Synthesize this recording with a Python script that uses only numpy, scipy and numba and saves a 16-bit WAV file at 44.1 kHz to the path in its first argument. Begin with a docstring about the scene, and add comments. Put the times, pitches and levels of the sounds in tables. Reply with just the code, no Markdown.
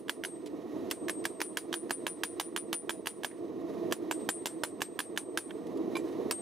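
"""A hammer strikes a hot blade on a small anvil in a garden, in front of a gas forge that roars.
Each blow clacks through damped modes, is heard twice about 12 ms apart, and leaves a few high steel modes ringing.
The roar and hiss are coloured noises with wavering levels; soft metallic puffs and a double tink fill in.
The camera's gain control ducks on sharp peaks, so the roar swells in the pauses."""
import sys
import numpy as np
from scipy.fft import rfft, irfft, next_fast_len
from scipy.io import wavfile
from scipy.ndimage import uniform_filter1d, map_coordinates
from numba import njit

SR = 44100
rng = np.random.default_rng(int(sys.argv[2]) if len(sys.argv) > 2 else 0)


def master(y):
    """Save y as 16-bit WAV."""
    cut = np.clip(np.atleast_2d(y).T, -1, 1)
    pcm = np.round(cut * 32767)  # scale
    wavfile.write(sys.argv[1], SR, pcm.astype(np.int16))


N = 282681
LEAD = SR // 5  # samples of room for a blow placed just before the start
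DOUBLE_S = 0.0121  # each blow or tink is heard twice, this far apart


def amp(db):
    """Decibels to an amplitude factor."""
    return 10 ** (np.asarray(db) / 20)


def unit(x):
    """Scale to rms 1."""
    return x / np.sqrt(np.mean(x ** 2) + 1e-20)


def along(points, hz):
    """Read a curve of (pitch_hz, value) points on a log frequency axis."""
    f, v = np.transpose(points)
    return np.interp(np.log(hz + 1), np.log(f + 1), v)


def wobble(rate, size=N):
    """A smooth random curve with rate knots a second."""
    knots = rng.standard_normal(int(size * rate / SR) + 4)
    return map_coordinates(knots, [np.arange(size) * rate / SR])


def filtered(x, response):
    """Shape x by a complex response of frequency."""
    n = x.shape[-1]
    m = next_fast_len(n + SR // 4)
    return irfft(rfft(x, m) * response(np.fft.rfftfreq(m, 1 / SR)), m)[..., :n]


def sides(balance, hz):
    """Left and right gains for a left-minus-right balance curve in dB."""
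    return amp(np.outer([.5, -.5], along(balance, hz)))


def pair(spectrum, alike, size=N):
    """Left and right noises of one colour, rms 1, partly alike through a shared middle."""
    def middle_and_side(hz):
        angle = np.arccos(np.clip(along(alike, hz), -1, 1)) / 2
        return amp(along(spectrum, hz)) * [np.cos(angle), np.sin(angle)]

    mid, side = filtered(rng.standard_normal((2, size)), middle_and_side)
    return unit(np.array([mid + side, mid - side]))


def resonance(hz, centre, width):
    """Complex response of one damped mode, 1 at its centre."""
    return 1j * hz * width / (centre * centre - hz * hz + 1j * hz * width)


def ringing(hz, db, t60, rise, t):
    """A steel mode: a sine with a soft start and an exponential decay."""
    t = np.clip(t, 0, None)
    soft_start = 1 - np.exp(-(t / rise) ** 2)
    return soft_start * amp(db - 60 * t / t60) * np.sin(2 * np.pi * (hz * t + rng.random()))


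def empty_track():
    """A silent stereo track with room before the start and after the end."""
    return np.zeros((2, LEAD + N + SR))


def place(track, start_s, sound):
    """Add a sound to the track at its start time."""
    start = LEAD + round(start_s * SR)
    track[:, start:start + sound.shape[-1]] += sound


# anvil heard left against right: pitch_hz, left_minus_right_db
ANVIL_SIDE = [(300, -5.5), (1300, -5.5), (1700, -6.5), (3000, -3.5), (8000, 0), (15000, 3.5)]


def anvil_at_microphone(track):
    """Stereo placing, and no deep bass from so small an anvil."""
    return filtered(track, lambda hz: sides(ANVIL_SIDE, hz) * (1j * hz / (60 + 1j * hz)) ** 2)


# damped modes of blade and anvil, before each clack's offsets: pitch_hz, width_hz, level_db
# rows: thud, main, two of the upper body, then treble
BODY_MODES = [(985, 250, 2), (1624, 234, 11), (3186, 380, 5.5), (3996, 1200, -9.5), (4970, 1050, -10.5),
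              (6480, 270, -13.5), (8410, 100, -5.5), (10250, 200, 0), (13600, 280, -1)]
# the log under the anvil, before the thud offset: pitch_hz, width_hz, level_db
STUMP = (360, 266, 6.3)
# near echoes within each knock: delay_s, level_db
GROUND_ECHOES = [(.0011, -19.5), (.0026, -38), (.0052, -21)]


def knock(upper_db, treble_db, thud_db, t):
    """A push and a noisy crunch excite the damped modes and the log, with near echoes."""
    push = 0.22 * amp(-60 * t / 0.017) * rng.standard_normal(len(t))
    push[:4] += np.hanning(6)[1:5]
    extra_db = [thud_db + 8.5, 0, upper_db + 5.0, upper_db + 0.5]
    extra_db += [treble_db + 2.5] * (len(BODY_MODES) - 4)
    log_hz, log_width, log_db = STUMP

    def response(hz):
        body = sum((-1) ** k * amp(db + extra_db[k]) * resonance(hz, centre, width)
                   for k, (centre, width, db) in enumerate(BODY_MODES))
        log = amp(log_db + thud_db) * resonance(hz, log_hz, log_width)
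        echoes = 1 + sum(amp(db) * np.exp(-2j * np.pi * hz * s) for s, db in GROUND_ECHOES)
        return (body - log) * echoes

    sound = filtered(push, response)
    return sound / np.sqrt(np.mean(sound[:SR // 400] ** 2))  # first 2.5 ms at rms 1


# faint partials of a clack, in matching rows: pitch_hz
FAINT_HZ = [4775, 5850, 6280, 9426, 10910]
# level_db (re clack, before treble offset and random change), t60_s
FAINT = [(-35, 0.11), (-30, 0.078), (-31, 0.086), (-21, 0.079), (-23, 0.07)]
# colour of the first crack: pitch_hz, level_db_per_hz
CRACK = [(2500, -2), (4500, 0), (8000, -7.5), (12000, -15), (16000, -25)]
# colour of the scatter after the knock: pitch_hz, level_db_per_hz
SPLASH = [(410, -17), (700, -0.5), (5290, -7), (8510, -8), (8860, -2.5), (9590, -12), (10900, -8.5),
          (15200, -13.5), (16500, -54)]


def clack(scatter_db, upper_db=0, treble_db=0, thud_db=0):
    """One clack of level about 1: knock, first crack of noise, faint partials and scatter."""
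    t = np.arange(SR // 5) / SR
    body = knock(upper_db, treble_db, thud_db, t)
    partials = sum(ringing(hz, db + treble_db + rng.normal(0, 6.8), t60, 0.0027, t)
                   for hz, (db, t60) in zip(FAINT_HZ, FAINT))
    crack_level = amp(-4.5 + treble_db - 60 * t / 0.013) * (1 - np.exp(-t / 0.00012))
    crack = crack_level * pair(CRACK, [(6000, 1.0)], size=len(t))
    # scatter fades in a quick and a slow stage
    fade = (amp(-60 * t / 0.021) + amp(-4.5 - 60 * t / 0.13)) * (1 - np.exp(-t / 0.0013))
    scatter = fade * pair(SPLASH, [(1000, 0.61), (6000, 0.78), (13000, 0.45)], size=len(t))
    return body + crack + partials + amp(scatter_db + 0.42 * treble_db) * scatter


# long-ringing steel modes, in matching rows: pitch_hz
RING_HZ = [8403, 9372, 10180, 10330, 7333, 7718]
# waits (1 = sounds only once the hammer has lifted)
RING_WAITS = [0, 1, 1, 0, 0, 0]
# group (which ring level of a blow the mode takes)
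RING_GROUP = [0, 1, 2, 2, 3, 3]
# t60_s, rise_s, left_minus_right_db, level_db (re its group)
RING = [(0.48, 0.013, 2.5, 0), (0.17, 0.015, 3.6, 0), (0.11, 0.0013, 5.5, -1), (0.041, 0.0015, 0, 2.5),
        (0.12, 0.004, 8, 8), (0.12, 0.006, 9, 6)]
LIFT_S = 0.0054  # the hammer lifts this long after the louder sounding


def steel_ring(group_db, until_next_s):
    """High steel modes waver and decay, and fade out just before the next strong blow."""
    t = np.arange(SR) / SR
    fade_out = np.clip((until_next_s - 0.004 - t) / 0.0062, 0, 1) ** 2  # silent 4 ms before it
    ring = np.zeros((2, SR))
    for hz, waits, group, (t60, rise, pan_db, own_db) in zip(RING_HZ, RING_WAITS, RING_GROUP, RING):
        waver = amp(2.93 * wobble(28.0, size=SR))
        mode = ringing(hz, group_db[group] + own_db, t60, rise, t - waits * LIFT_S)
        ring += np.outer(amp([pan_db / 2, -pan_db / 2]), fade_out * waver * mode)
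    return ring


# blows, and the clack under the double tink at 5.95 s, each heard twice:
# start_s (first sounding), first_level_db, second_level_db, treble_db, thud_db (offsets),
# then ring level_db of four groups: 8.4 kHz, 9.4 kHz, pair at 10 kHz, pair at 7.5 kHz
BLOWS = [(-0.08, -4.5, -28, -2, -5, -47, -20, -39, -48),
         (0.0828, -35.5, -17.5, -5, -13, -45.5, -31, -43, -55),
         (0.237, -26, -23, -2, -23, -36, -35, -25, -62), (0.9115, -26.5, -51, 9, -6, -36, -29, -49, -52),
         (1.0834, -28, -22, -1, -1, -32.5, -46, -29, -59),
         (1.2531, -18.5, -38.5, -2, -6, -35, -28, -47, -54),
         (1.404, -28.5, -19.5, 3, -5, -35, -16, -28, -56),
         (1.5711, -20, -32.5, 4.5, -4, -48, -25, -37, -51), (1.728, -26, -21, 4.5, -2, -42, -15, -32, -50),
         (1.8954, -37.5, -18.5, 1, -1.5, -32, -18, -38, -44),
         (2.0667, -18.5, -26, -2.5, -6, -38.5, -16, -32, -53),
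         (2.2349, -19, -33, 3, -1.5, -37, -15, -41, -53), (2.3983, -20.5, -28, 4, -0.5, -43, -18, -44, -52),
         (2.5627, -21, -25, 1, -3, -41, -16, -37, -55),
         (2.7291, -20.5, -27.5, 4.5, 0.5, -42, -10, -42, -55),
         (2.894, -19, -24, -1.5, -0.5, -48, -19.5, -32, -43),
         (3.0586, -31, -19, 1.5, -5, -44, -21.5, -38, -50),
         (3.234, -30, -19, -1, 1.5, -45, -21.5, -44, -53),
         (3.9116, -42.5, -22.5, 3.5, 2, -56, -36, -49, -46), (4.1114, -20, -29, -2, -1, -33, -29, -48, -39),
         (4.2896, -19, -36, 4, 1.5, -28.5, -14, -42, -36),
         (4.4577, -21, -24, 4.5, -1.5, -34, -21.5, -46, -40),
         (4.6353, -18.5, -27.5, -2, 0, -37.5, -31, -29.5, -42),
         (4.8063, -35.5, -18.5, 1.5, -2.5, -33.5, -44, -45, -46),
         (4.9908, -21.5, -21.5, 0.5, -2.5, -34.5, -25, -31, -52),
         (5.163, -41, -18.5, -1.5, -9, -35.5, -23.5, -35, -55),
         (5.374, -18.5, -30.5, 1.5, -6, -37.5, -21.5, -34, -49),
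         (5.4957, -50, -35, -32, -12, -52, -55, -57, -70),
         (5.9549, -36.5, -32.5, -5.5, 4.5, -54, -59, -44, -56),
         (6.3102, -26, -34.5, 10, 0, -26, -27, -44, -45)]
STRONG_DB = -33  # a blow whose louder sounding is no stronger than this leaves earlier rings sounding
UPPER_DB, UPPER_SCATTER_DB = -1.5, 1.2  # upper body offset, and its random change from row to row
UPPER_FOLLOWS = 0.18  # share of the treble offset that the upper body follows


def hammer():
    """Each clack is heard twice; the steel ring starts with its louder sounding."""
    clacks, rings = empty_track(), empty_track()
    louder_s = [s + DOUBLE_S * (second_db > first_db) for s, first_db, second_db, *_ in BLOWS]
    strong_s = [s for s, row in zip(louder_s, BLOWS) if max(row[1:3]) > STRONG_DB]
    strong_s.append(N / SR + 1)
    for row, ring_s in zip(BLOWS, louder_s):
        first_s, first_db, second_db, treble_db, thud_db, *group_db = row
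        upper_db = rng.normal(UPPER_DB + UPPER_FOLLOWS * treble_db, UPPER_SCATTER_DB)
        hit = clack(-5.5, upper_db, treble_db, thud_db)
        place(clacks, first_s, amp(first_db) * hit)
        place(clacks, first_s + DOUBLE_S, amp(second_db) * hit)
        next_s = min(s for s in strong_s if s > ring_s)
        place(rings, ring_s, steel_ring(group_db, next_s - ring_s))
    return anvil_at_microphone(clacks) + rings


# burner strength: start_s, flame_db, jet_db
FLAME = [(0, 0.5, -0.5), (.4, -3, -2.5), (.8, -0.5, -0.5), (1.3, 1.5, 1), (2.1, 0, 1.5), (3, -1.5, -1),
         (3.5, -0.5, -1), (4.2, 1.5, 4.5), (4.9, -1, -0.5), (5.6, 0.55, 1), (6.2, 1.5, 2), (6.41, 1, 6.5)]
# flame in the chamber: pitch_hz, level_db_per_hz
ROAR = [(15, -88), (25, -63), (104, -21), (141, -22), (209, -11.5), (248, -10.5), (338, 0.5), (388, -8.5),
        (468, -7.5), (555, -21), (659, -15), (782, -28.5), (928, -27.5), (1120, -30.5), (1500, -49.5),
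        (1950, -94), (3300, -120)]
# gas jet: pitch_hz, level_db_per_hz
HISS = [(760, -4), (1300, -2), (1540, -7), (1890, -2.5), (2430, -6), (3420, -8), (3840, -7.5), (4650, -11),
        (6400, -11), (7510, -19), (8710, -15), (10600, -16.5), (12600, -19), (15600, -23), (16500, -36)]
# likeness of the two channels: pitch_hz, likeness (1 = identical)
ALIKE = [(40, 0.25), (130, 0.79), (300, 0.96), (550, 0.92), (1200, 0.88), (3000, .8), (8000, 0.84),
         (15000, .6)]
# burner resonances: pitch_hz, width_hz, lift_db
PIPE = [(1080, 80, 3), (1220, 80, 3), (1870, 130, 6), (3870, 260, 4), (12500, 1100, 4)]
# forge heard left against right: pitch_hz, left_minus_right_db
FORGE_SIDE = [(60, 1), (110, 3), (200, -1.5), (380, -3.5), (700, -6.5), (1290, -8.5), (2380, -6.5),
              (4400, -2.5), (8120, -0.5), (15000, 2.5)]
# phase between the channels: pitch_hz, left_lead_rad
FORGE_LEAD = [(130, -1.44), (350, -0.81), (700, -0.68), (1100, -0.47), (3000, -0.26), (12000, 0.51)]


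def forge():
    """Turbulent flame booms in the chamber's resonances over the hiss of the jet."""
    knot_s, *levels = np.transpose(FLAME)
    flame_db, jet_db = [np.interp(np.arange(N) / SR, knot_s, v) for v in levels]
    roar_db = -34.5 + flame_db + 0.63 * wobble(9) + 1.29 * wobble(45)
    hiss_db = -59.5 + jet_db + 0.84 * wobble(6.2) + 1.1 * wobble(55)
    roar = amp(roar_db) * pair(ROAR, ALIKE)
    hiss = amp(hiss_db) * pair(HISS, ALIKE)

    def response(hz):
        lift = amp(sum(db / (1 + (2 * (hz - c) / w) ** 2) for c, w, db in PIPE))
        lead = np.exp(1j * np.outer([.5, -.5], along(FORGE_LEAD, hz)))
        return lift * sides(FORGE_SIDE, hz) * lead

    return filtered(roar + hiss, response)


# colour of a puff, before its treble offset: pitch_hz, level_db_per_hz
PUFF_COLOUR = [(700, -22), (1800, -5), (3500, 2.5), (7000, -4.5), (10500, -4), (15000, -20)]


def puff(treble_db):
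    """A soft, short metallic puff: coloured noise with a gentle onset."""
    t = np.arange(SR // 20) / SR
    colour = [(hz, db + treble_db * (hz > 2500)) for hz, db in PUFF_COLOUR]
    envelope = (1 - np.exp(-t / 0.0025)) * amp(-60 * t / 0.039)
    return envelope * pair(colour, [(3000, 0.86)], size=len(t))


# soft metallic puffs, some of them faint lead-ins just before a blow:
# start_s, level_db, treble_db (offset)
PUFFS = [(0.459, -38, -1), (0.47, -40.5, -6), (0.901, -38.5, 4), (1.24, -32.5, -7), (3.3, -45, -25),
         (3.312, -37.5, -27), (3.331, -46, -25), (5.505, -39, -21), (5.667, -46, -5), (5.772, -45, 0)]


def metallic_puffs():
    """Soft short puffs of noise, placed left to right like the anvil."""
    track = empty_track()
    for start_s, db, treble_db in PUFFS:
        place(track, start_s, amp(db) * puff(treble_db))
    return anvil_at_microphone(track)


# blade knocked against the tongs: pitch_hz, level_db, t60_s
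TINK = [(1057, -29.5, 0.05), (2297, -28.5, 0.035), (2376, -31, 0.072), (2950, -41, 0.049),
        (3520, -29, 0.015), (4000, -34, 0.028), (4830, -45, 0.069)]
TINK_S = 5.953


def tongs_tink():
    """The blade knocks against the tongs: short steel modes, heard twice."""
    track = empty_track()
    t = np.arange(SR) / SR
    for start_s in (TINK_S, TINK_S + DOUBLE_S):
        place(track, start_s, sum(ringing(hz, db, t60, 0.0013, t) for hz, db, t60 in TINK))
    return anvil_at_microphone(track)


def scene():
    """Hammer, puffs and tink in front, forge behind."""
    front = hammer() + metallic_puffs() + tongs_tink()
    return front[:, LEAD:LEAD + N] + forge()


@njit
def held(excess, fall):
    """Peak follower: jumps up at once, sinks exponentially."""
    out, level = np.empty_like(excess), excess[0]
    for i in range(len(excess)):
        level = max(excess[i], level * fall)
        out[i] = level
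    return out


TOP_HZ = 16600  # band limit


def record(dry):
    """Gain control ducks late and lets go in a quick and a slow stage; then peak rounding and treble limit."""
    edge = filtered(dry.mean(0), lambda hz: hz / (hz + 1500) * (hz > 900))  # it listens to the treble
    loud_db = 10 * np.log10(np.abs(uniform_filter1d(edge ** 2, SR // 500)) + 1e-12)
    excess = np.clip((loud_db + 39) / 16, 0, 1)
    excess[0] = 0.82  # already ducked by earlier blows
    quick_db = 7 * held(excess, np.exp(-1 / (0.029 * SR)))
    slow_db = 9 * held(excess, np.exp(-1 / (0.4 * SR)))
    span = round(0.028 * SR)
    # averaging over the past 28 ms makes the duck late
    late_db = uniform_filter1d(quick_db + slow_db, span, origin=(span - 1) // 2)
    ducked = dry * amp(-late_db)
    rounded = ducked / (1 + np.abs(ducked / 0.2) ** 3) ** (1 / 3)  # the sharpest peaks are rounded off
    return filtered(rounded, lambda hz: (hz < TOP_HZ) / np.sqrt(1 + (hz / 16000) ** 14))


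dry = scene()
out = record(dry)
master(out)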